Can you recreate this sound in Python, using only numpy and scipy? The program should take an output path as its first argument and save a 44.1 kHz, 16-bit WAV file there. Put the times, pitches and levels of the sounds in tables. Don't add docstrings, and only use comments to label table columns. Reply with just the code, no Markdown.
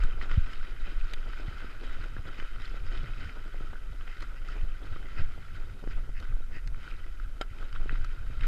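import sys
import numpy as np
from scipy import signal
from scipy.fft import rfft, irfft, next_fast_len
from scipy.io import wavfile
from scipy.ndimage import uniform_filter1d

SR = 44100
rng = np.random.default_rng(int(sys.argv[2]) if len(sys.argv) > 2 else 0)


def to_wav(s):
    ch = np.atleast_2d(s).T
    pcm = np.round(np.clip(ch, -1, 1) * 32767)
    wavfile.write(sys.argv[1], SR, pcm.astype(np.int16))


N = 373527

# pitch in Hz, width in Hz, level in dB.
CASE_MODES = [(1350, 195, -4.5), (1484, 270, -4), (2046, 770, -4), (1970, 400, -0.5), (2496, 545, -2),
              (3054, 257, -0.5), (3390, 85, -5), (3772, 300, -7), (4110, 1000, -12.5), (4876, 910, -13),
              (6660, 1500, -22.5), (8100, 750, -27.5)]
LOW_HZ, MIDDLE_HZ, TOP_HZ = (0, 1750), (1750, 2800), (2800, 9000)
# frequency in Hz, spectrum level in dB.
HARNESS_SPECTRUM = [(110, -6.5), (190, -6), (346, -5), (1050, -17.5), (1360, -17), (2310, -120)]


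def wind():
    # time in seconds, buffeting in dB, flutter in dB.
    gusts = [(0.03, -16.5, -47), (0.13, -26, -49), (0.25, -25, -42.5), (0.45, -22.5, -46.5),
             (0.68, -30, -57), (1.01, -24, -52), (1.35, -31.5, -50.5), (1.66, -36.5, -48), (1.8, -29, -55),
             (2.0, -30, -47.5), (2.28, -36, -46.5), (2.45, -26.5, -58), (2.6, -33.5, -51), (2.95, -26, -43),
             (3.25, -36, -43), (3.45, -32, -58), (3.68, -31.5, -47), (4.4, -34, -53.5), (4.63, -24.5, -47),
             (4.78, -32.5, -55), (4.93, -30.5, -42.5), (5.12, -31.5, -46), (5.24, -20, -42),
             (5.4, -38.5, -49.5), (5.6, -30.5, -44.5), (5.8, -39.5, -49.5), (5.95, -24, -46),
             (6.2, -31.5, -44.5), (6.38, -23.5, -48), (6.54, -33, -47), (6.7, -25, -45.5),
             (6.85, -37.5, -48), (7.1, -29, -49.5), (7.5, -36.5, -50), (7.92, -21, -43.5),
             (8.2, -32.5, -45), (8.45, -23.5, -41)]
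    # frequency in Hz, spectrum level in dB.
    buffet_spectrum = [(2.5, -56), (8, 5.5), (22, 3), (31, -2.5), (45, -13.5), (58, -39), (99, -120)]
    flutter_spectrum = [(24, -64), (40, -4), (59, -0.5), (122, -8.5), (200, -27.5), (260, -21), (440, -120)]
    buffet_db, flutter_db = curves(gusts)
    buffet = steadied(coloured(rng.standard_normal(N), buffet_spectrum))
    lumpy_air = rng.standard_normal(N) * gain_of(4.7 * drift(0.029))
    flutter = steadied(coloured(lumpy_air, flutter_spectrum))
    fade_in = np.minimum(np.arange(N) / SR / 0.015, 1)
    return fade_in * (gain_of(buffet_db) * buffet + gain_of(flutter_db) * flutter)


def jolts():
    # crest time in seconds, peak in dB, nominal pitch in Hz.
    crests = [(0.381, -12, 84.4), (1.486, -27.5, 99), (2.195, -29.5, 80), (4.635, -28.5, 81),
              (5.198, -26.5, 83.6), (5.2202, -29.5, 99)]
    out, t = np.zeros(N), np.arange(-1500, 1500) / SR
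    for s, db, hz in crests:
        turns = hz * t * np.where(t < 0, 1.255, 0.69)
        envelope = np.exp(-(turns / 0.39) ** 2 / 2)
        add(out, s + t[0], gain_of(db) * envelope * np.cos(2 * np.pi * turns))
    return out


def crunch():
    # time in seconds, level in dB.
    rolling_levels = [(0.0, -55.5), (0.75, -58), (1.5, -57.5), (2.15, -57), (3.1, -55.5), (3.9, -61),
                      (5.4, -57), (6.3, -64), (7.3, -62.5), (8.47, -55.5)]
    rolling = gain_of(curves(rolling_levels)[0])
    clumps = gain_of(0.65 * drift(0.0065) + 0.92 * drift(0.021))
    shared_snaps = grains(per_s=400, spread_db=2.84)
    drives = []
    for _ in CASE_MODES:
        flicker = gain_of(1.5 * drift(0.018))
        own_snaps = 0.84 * rng.standard_normal(N) + 0.68 * grains(per_s=250, spread_db=3.06)
        drives.append(clumps * flicker * (own_snaps + 0.58 * shared_snaps))
    strap_thumps = gain_of(-13) * coloured(clumps * shared_snaps, HARNESS_SPECTRUM)
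    dull = unit_rms(case_ring(drives, LOW_HZ)) + strap_thumps
    bright = unit_rms(case_ring(drives, MIDDLE_HZ) + case_ring(drives, TOP_HZ))
    dull_power, bright_power = scrunch_power()
    dull_level = np.sqrt(dull_power + rolling ** 2)
    bright_level = np.sqrt(bright_power + (rolling * gain_of(-2.5)) ** 2)
    return dull_level * dull + bright_level * bright


def scrunch_power():
    # crest time in seconds, dull crunch in dB, bright scrape in dB relative to it,
    # seconds to fade by 13.5 dB.
    scrunches = [(-0.004, -47.5, -3.5, 0.2), (0.226, -45.5, 0.5, 0.043), (0.321, -46.5, -1.5, 0.097),
                 (0.503, -49.5, -2, 0.22), (0.649, -54.5, 0.5, 0.099), (0.882, -51, -1.5, 0.36),
                 (1.11, -52.5, 0.5, 0.08), (1.393, -54, 2, 0.43), (1.623, -50, -4.5, 0.29),
                 (1.84, -50.5, 2.5, 0.034), (1.933, -49.5, -3, 0.14), (2.037, -51, -2, 0.079),
                 (2.278, -52, -1, 0.11), (2.39, -52.5, -1, 0.17), (2.641, -54, 4, 0.12),
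                 (2.765, -46, -5.5, 0.031), (2.953, -50.5, -0.5, 0.31), (3.04, -51, -5, 0.041),
                 (3.228, -51.5, 0.5, 0.16), (3.58, -55.5, -3.5, 0.79), (4.105, -55, -2, 0.33),
                 (4.223, -48, -4, 0.062), (4.512, -56, 2.5, 0.23), (4.87, -55.5, -1, 0.28),
                 (5.11, -59, 4.5, 0.04), (5.193, -47, -3.5, 0.074), (5.552, -49.5, -3.5, 0.057),
                 (5.916, -55, 0, 0.12), (6.237, -54.5, -4, 0.24), (6.56, -56.5, -2.5, 0.11),
                 (6.864, -53.5, -1.5, 0.3), (7.227, -58, -6, 0.095), (7.419, -46.5, -7, 0.028),
                 (7.614, -52, -3, 0.14), (7.755, -47, -4, 0.029), (7.913, -53, -2.5, 0.26),
                 (8.327, -62, 5, 0.033), (8.46, -50, 0.5, 0.19)]
    s, db, bright_db, fade_s = np.transpose(scrunches)[:, :, None]
    t = np.arange(0, N / SR, 1 / 1000)
    from_crest = np.where(t < s, 2 * (s - t), t - s) / fade_s
    dull = gain_of(db - 13.5 * from_crest) ** 2
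    bright = dull * gain_of(bright_db) ** 2
    return [np.interp(np.arange(N) / SR, t, power.sum(0)) for power in (dull, bright)]


def ticks():
    # start in seconds, peak of the low modes in dB, then middle modes, top modes and snap
    # in dB relative to that, contact decay in milliseconds.
    contacts = [(0.0366, -30, -32, -28, -9, 1.2), (0.2119, -40.5, 9, -14, -33, 2.2),
                (0.2336, -51, 10, -2, -18, 1.7), (0.295, -40, -1, -9, -29, 2.3),
                (0.315, -32.5, -14, -16, -15, 2.9), (0.467, -40.5, -1, -15, -18, 2.3),
                (0.532, -42, 1, 2, -9, 2.2), (1.1346, -49.5, 15, 14, 16.5, 3),
                (1.332, -36, -6, -18, -22, 1.1), (2.165, -34.5, -22, -31, -34, 2.6),
                (2.279, -52, -13, 0, -14, 6.1), (2.399, -37.5, 2.5, -3.5, -21, 1.8),
                (2.4262, -42, 0, -19, -22, 1.4), (2.6176, -53, 11, 10, -15, 2.6),
                (2.649, -51.5, 6, 7.5, -25, 1.9), (2.779, -53, 7, -7, -18, 1.2),
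                (2.974, -50, 6, 7, -10, 1.2), (3.7332, -40, -25, -20, -24, 2.7),
                (4.009, -41.5, -4, -10, -18, 2.8), (4.077, -43, 6, -20, -25, 1.6),
                (4.206, -42, -11, -18, -3, 1.3), (4.223, -49, 3, -10, 7, 2.9),
                (4.4864, -37, -35, -21, -15, 2.3), (4.9605, -39, -17, -27, -27, 3),
                (5.84, -44.5, -5, -7, -22, 2.3), (5.874, -42, -9, -14, -23, 2), (6.2, -48.5, -11, 1, 4, 2),
                (6.674, -54, 14, 0, 14.5, 2.7), (6.7441, -43.5, 0, -25, -24, 1.9),
                (7.1979, -38, -11, -16, -57, 2), (7.584, -46, -1, -3, -15, 1.6),
                (7.627, -37.5, -19, -25, -15, 2.4), (7.7274, -41, -6, 0.5, -9, 0.71),
                (7.759, -34, -13, -13, -32, 1.9), (7.8933, -31.5, 4, -28, -40, 0.94),
                (7.9553, -38, -11, -23, -21, 1.4), (8.045, -35.5, -15, -25, -5.5, 3.2),
                (8.408, -52, 15, 12.5, -22, 2.4), (8.434, -51.5, 19.5, 12, -10, 0.86)]
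    snap_spectrum = [(2500, -3), (4200, 15), (9000, -2.5), (12000, -8), (15000, -26)]  # Hz, dB
    onset_ms, touch_damping = 0.65, 1.4
    out, t = np.zeros(N), np.arange(-300, 1500) / SR
    t_ms = 1000 * np.maximum(t, 0)
    for s, db, middle_db, top_db, snap_db, decay_ms in contacts:
        envelope = np.exp(-t_ms / decay_ms) * (1 - np.exp(-t_ms / onset_ms))
        scrape = envelope * rng.standard_normal(len(t))
        drives = [scrape] * len(CASE_MODES)
        low, middle, top = (unit_peak(case_ring(drives, band, touch_damping))
                            for band in (LOW_HZ, MIDDLE_HZ, TOP_HZ))
        ring = low + gain_of(middle_db) * dulled(middle) + gain_of(top_db) * top
        snap = gain_of(snap_db) * unit_peak(coloured(scrape, snap_spectrum))
        add(out, s + t[0], gain_of(db) * (ring + snap))
    return out


def knocks():
    # start in seconds, peak in dB, pitch in Hz.
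    pushes = [(1.399, -35.5, 335), (1.6447, -33.5, 276), (2.166, -34.5, 252), (2.3893, -36.5, 272),
              (2.424, -36, 382), (2.743, -34.5, 402), (2.952, -37, 284), (3.4617, -38, 318),
              (3.5443, -35.5, 504), (3.608, -32.5, 294), (3.646, -44, 290), (3.7318, -34, 760),
              (4.962, -35, 320), (5.378, -40, 500), (5.839, -30.5, 340), (5.874, -28.5, 302),
              (6.368, -41.5, 500), (6.406, -40, 393), (6.569, -38.5, 250), (7.6267, -41, 326),
              (7.8588, -33, 360), (7.928, -31.5, 258), (8.301, -40.5, 316)]
    out = np.zeros(N)
    for s, db, hz in pushes:
        add(out, s, -gain_of(db) * thud(hz, decay_cycles=0.23))
    return out


def clank():
    # pitch in Hz, level in dB, seconds to fall by 60 dB.
    metal_modes = [(610, -8.5, 0.027), (747, -9, 0.04), (1350, -0.5, 0.05), (1540, -10, 0.027),
                   (2163, -7, 0.033), (3120, 2, 0.017), (3770, -6, 0.021), (4350, -14, 0.027),
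                   (5020, -12, .03), (6800, -19.5, .02), (7900, -21, .02)]
    start_s, swell_ms = 7.4121, 0.84
    out, t = np.zeros(N), np.arange(3000) / SR
    wobble = unit_rms(uniform_filter1d(rng.standard_normal((len(metal_modes), len(t))), 60))
    ring = sum(gain_of(db + rattle_db - 60 * t / t60) * np.sin(2 * np.pi * hz * t)
               for (hz, db, t60), rattle_db in zip(metal_modes, 3.5 * wobble))
    swell = 1 - np.exp(-1000 * t / swell_ms)
    add(out, start_s, gain_of(-23.5) * unit_peak(ring * swell))
    add(out, start_s, gain_of(-23) * thud(570, decay_cycles=0.2))
    return out


def rasps():
    # midpoint in seconds, level in dB, length in seconds.
    bursts = [(2.388, -50, 0.027), (4.115, -54, 0.07), (4.382, -55, 0.038), (4.53, -55.5, 0.14),
              (5.085, -56.5, .05), (5.191, -46, 0.051), (6.178, -51.5, 0.053), (6.559, -49, 0.073),
              (7.506, -60, 0.049)]
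    t = np.arange(N) / SR
    level = sum(gain_of(db) * np.exp(-abs(2 * (t - s) / length) ** 2.2) for s, db, length in bursts)
    slips = grains(per_s=1500, spread_db=0.92) + 0.55 * rng.standard_normal(N)
    drives = [slips] * len(CASE_MODES)
    middle = dulled(case_ring(drives, MIDDLE_HZ))
    high = gain_of(-2.2) * case_ring(drives, band_hz=(4500, 5500))
    return level * unit_rms(middle + high)


def rustle():
    # time in seconds, level in dB.
    rustle_levels = [(0.0, -55), (0.6, -62.5), (1.5, -55.5), (2.6, -59), (3.55, -58.5), (4.2, -60),
                     (4.8, -55), (7.15, -64.5), (7.8, -58), (8.47, -60)]
    flicker = gain_of(3.13 * drift(0.021))
    rubbing = 1.42 * rng.standard_normal(N) + 0.6 * grains(per_s=150, spread_db=2)
    shaken_power = gain_of(-3) ** 2 * scrunch_power()[0]
    level = np.sqrt(gain_of(curves(rustle_levels)[0]) ** 2 + shaken_power)
    return level * coloured(flicker * rubbing, HARNESS_SPECTRUM)


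def microphone_hiss():
    # frequency in Hz, spectrum level in dB.
    hiss_spectrum = [(2500, -6), (5600, -4), (9000, -7), (12000, -7.5), (15200, -16)]
    return gain_of(-70.5) * coloured(rng.standard_normal(N), hiss_spectrum)


def case_ring(drives, band_hz, damping=1):
    t = np.arange(1024) / SR
    out = np.zeros(len(drives[0]))
    for drive, (hz, width, db) in zip(drives, CASE_MODES):
        if band_hz[0] < hz < band_hz[1]:
            age = np.pi * width * damping * t
            envelope = age * np.exp(-age)
            ring = gain_of(db) * width * envelope * np.sin(2 * np.pi * hz * t)
            out += signal.oaconvolve(drive, ring)[:len(drive)]
    return out


def thud(hz, decay_cycles):
    turns = np.arange(int(4 * SR / hz)) * hz / SR
    return unit_peak(np.sin(2 * np.pi * turns) * turns * np.exp(-turns / decay_cycles))


def grains(per_s, spread_db):
    fires = rng.random(N) < per_s / SR
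    size_db = spread_db * np.minimum(rng.exponential(1, N), 5)
    return unit_rms(fires * gain_of(size_db) * rng.standard_normal(N))


def drift(seconds):
    return unit_rms(smoothed(rng.standard_normal(N), seconds))


def steadied(x):
    return x / np.sqrt(abs(smoothed(x ** 2, seconds=0.22)) + 1e-9)


def smoothed(x, seconds):
    size = int(seconds * SR)
    return uniform_filter1d(uniform_filter1d(x, size), size)


def coloured(x, spectrum):
    hz, db = np.transpose(spectrum)
    size = next_fast_len(len(x))
    bin_hz = np.fft.rfftfreq(size, 1 / SR)
    response = gain_of(np.interp(np.log(bin_hz + 0.1), np.log(hz), db))
    return unit_rms(irfft(rfft(x, size) * response, size)[:len(x)])


def dulled(x):
    return signal.sosfilt(signal.butter(6, 2900, fs=SR, output="sos"), x)


def curves(rows):
    s, *columns = np.transpose(rows)
    return [np.interp(np.arange(N) / SR, s, column) for column in columns]


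def add(mix, s, sound):
    part = mix[round(s * SR):][:len(sound)]
    part += sound[:len(part)]


def gain_of(db):
    return 10 ** (np.asarray(db) / 20)


def unit_rms(x):
    return x / np.sqrt(np.mean(x ** 2) + 1e-20)


def unit_peak(x):
    return x / abs(x).max()


def scene():
    mix = wind() + crunch() + rustle() + ticks() + knocks() + jolts()
    return (mix + microphone_hiss() + rasps() + clank())[None]


def record(dry):
    lowpass = signal.firwin(511, 15290, window=("kaiser", 9), fs=SR)
    return signal.oaconvolve(dry, lowpass[None], "same")


dry = scene()
out = record(dry)
to_wav(out)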